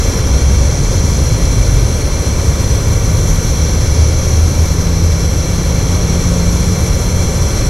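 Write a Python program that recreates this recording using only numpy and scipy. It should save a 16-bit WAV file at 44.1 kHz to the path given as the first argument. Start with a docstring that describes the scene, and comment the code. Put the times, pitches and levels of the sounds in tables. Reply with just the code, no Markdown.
"""Camping stove under a pot

A liquid-fuel stove burns hard under a steel pot on a stone porch, heard from close by.
The turbulent flame rumbles and roars: two shaped noises, their chance swells partly evened out.
The vapour jet hisses through burner and pot resonances: noise in three bands that swell separately.
Low hums (gliding sines) come and go; two drones like far engines gathering speed climb slowly in pitch."""
import sys
import numpy as np
from scipy import signal
from scipy.fft import rfft, irfft, next_fast_len
from scipy.io import wavfile
from scipy.ndimage import uniform_filter1d, minimum_filter1d

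SR = 44100
rng = np.random.default_rng(int(sys.argv[2]) if len(sys.argv) > 2 else 0)


def transcribe(u):
    """Save the signal u as a 16-bit wav file named by the first command-line argument.

    u: samples, shape (n,) or (channels, n), limited to [-1, 1]; the rate is SR.
    q: integer samples, one column per channel.
    """
    v = np.clip(np.atleast_2d(u).T, -1, 1)
    q = np.round(v * 32767).astype(np.int16)
    wavfile.write(sys.argv[1], SR, q)


N = 339129
TIME_S = np.arange(N) / SR
FLICKER_HZ, FLICKER_RMS_DB = 11, 0.28  # shared by roar and jet


def gain_of(db):
    """Decibels to amplitude."""
    return 10 ** (np.asarray(db) / 20)


def evened(x):
    """Scales to an rms of 1."""
    return x / np.sqrt(np.mean(x ** 2) + 1e-20)


def over_hz(table, hz):
    """Reads each column of a table on a log-frequency axis."""
    table_hz, *columns = np.transpose(table)
    return [np.interp(np.log(hz + 1), np.log(table_hz + 1), column) for column in columns]


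def over_time(table):
    """Reads each column of a curve at every sample."""
    table_s, *columns = np.transpose(table)
    return [np.interp(TIME_S, table_s, column) for column in columns]


def low_pass(hz, edge_hz, order):
    """Gain of a smooth low-pass, one half at the edge."""
    return 1 / (1 + (hz / edge_hz) ** order)


def wander(top_hz):
    """Slow chance of rms 1, with little motion faster than top_hz."""
    hz = np.fft.rfftfreq(N, 1 / SR)
    spectrum = rfft(rng.standard_normal(N))
    return evened(irfft(spectrum * low_pass(hz, top_hz, order=4), N))


# two microphone ports: pitch_hz, unshared_power_db, left_lead_rad, left_minus_right_db
PORT_PAIR = [(70, -32, 0.0, 0.1), (250, -16, -0.03, 0.3), (380, -13.5, -0.04, -0.2),
             (530, -15, -0.06, -0.7), (800, -6, -0.25, -0.0), (1200, -3.5, -0.41, 1.8),
             (1850, -4, -0.48, 0.3), (2300, -9, -0.49, -0.6), (2850, -3, -0.51, 0.1),
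             (3400, -7, -0.44, -0.4), (4000, -16, -0.03, 0.1), (5100, -16, -0.01, 0.1),
             (5900, -12, -0.1, 0.3), (6500, -8, -0.08, -0.1), (6750, -12, -0.04, 0.8),
             (7200, -13, -0.01, 1.8), (8400, -15, -0.0, 1.8), (10300, -15, -0.0, 4.7),
             (12400, -5, -0.02, 5.1), (14000, -2, -0.04, 1.2)]


def turbulence(colour):
    """Noise with the amplitude spectrum colour(hz), partly shared by the two ports; rms 1."""
    size = next_fast_len(N)
    hz = np.fft.rfftfreq(size, 1 / SR)
    unshared_db, lead_rad, balance_db = over_hz(PORT_PAIR, hz)
    unshared = np.minimum(gain_of(unshared_db), 1)
    left, other = rfft(rng.standard_normal((2, size)))
    mixed = np.sqrt(1 - unshared ** 2) * left + unshared * other
    right = mixed * np.exp(-1j * lead_rad)
    ports = np.array([left * gain_of(balance_db / 2), right * gain_of(-balance_db / 2)])
    return evened(irfft(ports * colour(hz), size)[:, :N])


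def steadied(x, span_s, share):
    """Takes a share of the chance swells longer than span_s out of a noise; rms 1."""
    size = int(span_s * SR)
    power = uniform_filter1d(uniform_filter1d((x ** 2).mean(0), size), size)
    return evened(x / (abs(power) + 1e-9) ** (share / 2))


def shimmer(x, depth_rms_db, from_hz):
    """Narrow bands, mostly above from_hz, slowly fade in and out; rms 1."""
    frame, hop = 2048, 512  # samples
    hz, _, z = signal.stft(x, SR, nperseg=frame, noverlap=frame - hop)
    patches = rng.standard_normal(z.shape[1:])
    for _ in range(2):
        patches = uniform_filter1d(patches, size=4, axis=0)  # bins
        patches = uniform_filter1d(patches, size=45, axis=1)  # frames
    reach = hz ** 2 / (hz ** 2 + from_hz ** 2)
    z = z * gain_of(depth_rms_db * reach[:, None] * evened(patches))
    _, shimmering = signal.istft(z, SR, nperseg=frame, noverlap=frame - hop)
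    return evened(shimmering[:, :N])


# low hums, rms level at the height of the swell: start_s, length_s, start_hz, end_hz, level_db
LOW_HUMS = [(0.1, 0.74, 66.84, 65, -12.5), (1.052, 0.52, 70.5, 51, -16), (1.478, 0.4, 50, 43.9, -10.5),
            (1.44, 0.71, 113, 126.5, -18.5), (2.295, 1.24, 105, 107.3, -16.5),
            (2.85, 0.85, 39.2, 36.8, -16), (3.45, 1.21, 107, 110.6, -21)]


def hums():
    """Each low hum is a sine that swells, glides a little and dies away."""
    out = np.zeros(N)
    for start_s, length_s, start_hz, end_hz, level_db in LOW_HUMS:
        progress = np.clip((TIME_S - start_s) / length_s, 0, 1)
        pitch_hz = start_hz + (end_hz - start_hz) * progress
        turns = np.cumsum(pitch_hz) / SR + rng.random()
        swell = np.sin(np.pi * progress)
        out += np.sqrt(2) * gain_of(level_db) * swell * np.sin(2 * np.pi * turns)
    return out


# lower drone, rms level: time_s, pitch_hz, level_db
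LOWER_DRONE = [(2.25, 72, -28), (2.65, 73.4, -17.5), (3.1, 74.1, -31), (3.6, 75.1, -21), (4.08, 77, -11),
               (4.24, 78.4, -23), (4.42, 79.55, -8), (4.7, 81.6, -20), (5.05, 82.9, -12), (5.4, 83.95, -26),
               (6.0, 87.35, -20.5), (7.69, 92, -23)]
# higher drone, rms level: time_s, pitch_hz, level_db
HIGHER_DRONE = [(2.6, 156, -36), (2.95, 157, -24), (3.6, 159.5, -23.5), (4.4, 161.1, -32.5),
                (4.75, 165, -21), (5.2, 166.6, -21), (5.37, 168, -27), (5.52, 169.5, -22.5),
                (6.15, 172, -17), (6.55, 175, -18.5), (7.1, 178.5, -25.5), (7.69, 182, -33.5)]
DRONE_FADE_S, DRONE_WAVER_RMS_SHARE, DRONE_THROB_RMS_DB = 0.15, 0.006, 1.16


def drone(curve):
    """A far, nearly pure tone that throbs and wavers as it climbs."""
    pitch_hz, level_db = over_time(curve)
    fade_in = np.clip((TIME_S - curve[0][0]) / DRONE_FADE_S, 0, 1)
    wavering_hz = pitch_hz * (1 + DRONE_WAVER_RMS_SHARE * wander(top_hz=8.0))
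    turns = np.cumsum(wavering_hz) / SR
    throb_db = DRONE_THROB_RMS_DB * wander(top_hz=4.8)
    return np.sqrt(2) * fade_in * gain_of(level_db + throb_db) * np.sin(2 * np.pi * turns)


# echoes from paving, pillar and wall: delay_ms, level_db
STONE_ECHOES = [(4.22, -26.5), (5.2, -20.5), (11.8, -19), (19, -25)]


def porch(hz):
    """Near stone surfaces comb the spectrum with a fine ripple."""
    echoes = sum(gain_of(level_db) * np.exp(-2j * np.pi * hz * delay_ms / 1000)
                 for delay_ms, level_db in STONE_ECHOES)
    return abs(1 + echoes)


# broad hiss between the resonances, relative density: pitch_hz, level_db_per_hz
JET_HISS = [(300, -32), (650, -6), (1500, -9), (2900, -22.5), (4700, -32), (7000, -25.5), (9000, -21),
            (12000, -29), (13600, -31), (14600, -53), (15300, -65)]
# resonances of the burner and of the gap under the pot, same scale: centre_hz, width_hz, level_db
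RESONANCES = [(1054, 290, -9.5), (2036, 270, -11.5), (2274, 175, -6), (2680, 510, -15.5), (3307, 426, -11),
              (3590, 110, -15.5), (4198, 510, -7.5), (4360, 150, -17), (4960, 300, -13.5),
              (5110, 260, -14.5), (5675, 397, -1.86), (5885, 185, 0.0), (6214, 370, -3.5), (6500, 200, -15),
              (6750, 300, -11), (7190, 280, -11.5), (7680, 380, -14), (8550, 200, -21), (9210, 300, -17),
              (9880, 440, -18), (10430, 880, -19.5), (11100, 330, -20), (11680, 480, -19.5),
              (12300, 480, -23.5), (12900, 240, -26.5)]


def burner_colour(hz):
    """The jet's broad hiss plus the resonances that it excites, added in power."""
    power = gain_of(over_hz(JET_HISS, hz)[0]) ** 2
    for centre_hz, width_hz, level_db in RESONANCES:
        resonance = gain_of(level_db) / (1 + (2 * (hz - centre_hz) / width_hz) ** 2)
        power = power + resonance ** 2
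    return np.sqrt(power)


# slow level of the jet's three bands: time_s, rush_db, ring_db, sizzle_db
JET_BANDS = [(0.0, 1.2, 1.7, 0), (0.6, -0.1, 1, -0.8), (1.3, 0.04, 0.5, 0.4), (2.1, -0.071, -1.0, 0),
             (2.9, 0.21, -1.6, 0), (3.3, -0.46, -1, 1.2), (3.6, -0.0, 1.5, 0), (4.05, 0.15, 1.5, -0.5),
             (4.55, -0.39, -0.9, 0.4), (5.15, -1.1, 0.3, -1.3), (5.75, 0, -0.5, -0.7),
             (6.4, 0.63, 0.7, -0.0), (7.15, -0.2, -1.5, 0.9), (7.69, 0.5, 1, 0.3)]
JET_DB = -23.5
SPUTTER_HZ = 21
SPUTTER_RUSH_RMS_DB, SPUTTER_RING_RMS_DB, SPUTTER_SIZZLE_RMS_DB = 0.19, 0.55, 0.62


def jet(flicker):
    """Fuel vapour hisses through the burner: a low rush, the burner's ringing band, a fine sizzle."""
    rush_db, ring_db, sizzle_db = over_time(JET_BANDS)
    noise = turbulence(lambda hz: burner_colour(hz) * porch(hz))
    hiss = shimmer(noise, depth_rms_db=3.5, from_hz=6900)
    spectrum, hz = rfft(hiss), np.fft.rfftfreq(N, 1 / SR)
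    rush = irfft(spectrum * low_pass(hz, 4700, order=16), N)
    sizzle = irfft(spectrum * (1 - low_pass(hz, 6300, order=16)), N)
    ring = hiss - rush - sizzle
    ring = np.std(ring) * steadied(ring, span_s=0.17, share=0.64)
    sputter = wander(top_hz=SPUTTER_HZ)  # the vapour feeds unevenly
    bands = (rush * gain_of(rush_db + SPUTTER_RUSH_RMS_DB * sputter)
             + ring * gain_of(ring_db + SPUTTER_RING_RMS_DB * sputter)
             + sizzle * gain_of(sizzle_db + SPUTTER_SIZZLE_RMS_DB * sputter))
    return bands * gain_of(JET_DB + FLICKER_RMS_DB * flicker)


# combustion rumble, relative density: pitch_hz, level_db_per_hz
RUMBLE_COLOUR = [(7, -32), (11, -20), (16, -3), (22, -11), (38, -1.5), (50, -2.5), (72, 0), (100, -4),
                 (135, -7.5), (165, -12), (200, -17), (300, -29.5), (600, -65)]
# hollow roar under the pot, relative density: pitch_hz, level_db_per_hz
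ROAR_COLOUR = [(100, -8.5), (200, -0.5), (250, 1), (330, -1), (430, 0), (530, 1), (605, -4.5), (690, -19.5),
               (900, -21), (2000, -54)]
# slow level of the rumble: time_s, level_db
RUMBLE_CURVE = [(0, -1), (1.3, 1), (1.8, 0), (2.2, -2.5), (2.5, -.5), (3.2, -1), (4.25, -2), (4.8, -2),
                (6.0, -1.5), (7.69, -1)]
RUMBLE_DB, ROAR_DB = -11.5, -23.5


def flame(flicker):
    """Turbulent burning: a deep, lumpy rumble, and a hollow roar under the pot that follows the jet's rush."""
    rumble_db, = over_time(RUMBLE_CURVE)
    rush_db = over_time(JET_BANDS)[0]
    rumble = turbulence(lambda hz: gain_of(over_hz(RUMBLE_COLOUR, hz)[0]))
    rumble = steadied(rumble, span_s=0.18, share=0.82)
    roar = turbulence(lambda hz: gain_of(over_hz(ROAR_COLOUR, hz)[0]))
    roar = steadied(roar, span_s=0.2, share=0.68)
    roar_db = ROAR_DB + 0.76 * rush_db + FLICKER_RMS_DB * flicker
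    return rumble * gain_of(RUMBLE_DB + rumble_db) + roar * gain_of(roar_db)


def scene():
    """Low hums and drones behind; the stove in front, its roar and jet flickering together."""
    flicker = wander(top_hz=FLICKER_HZ)
    background = hums() + drone(LOWER_DRONE) + drone(HIGHER_DRONE)
    return background + jet(flicker) + flame(flicker)


def record(dry):
    """A fast limiter holds the biggest surges at full scale; then a low-pass limits the band."""
    headroom = np.minimum(1, 1 / (abs(dry).max(0) + 1e-9))
    limiter_gain = uniform_filter1d(minimum_filter1d(headroom, size=300), size=300)
    band_limit = signal.firwin(255, 14900, window=("kaiser", 9), fs=SR)  # edge in Hz
    return signal.oaconvolve(dry * limiter_gain, band_limit[None], "same")


dry = scene()
out = record(dry)
transcribe(out)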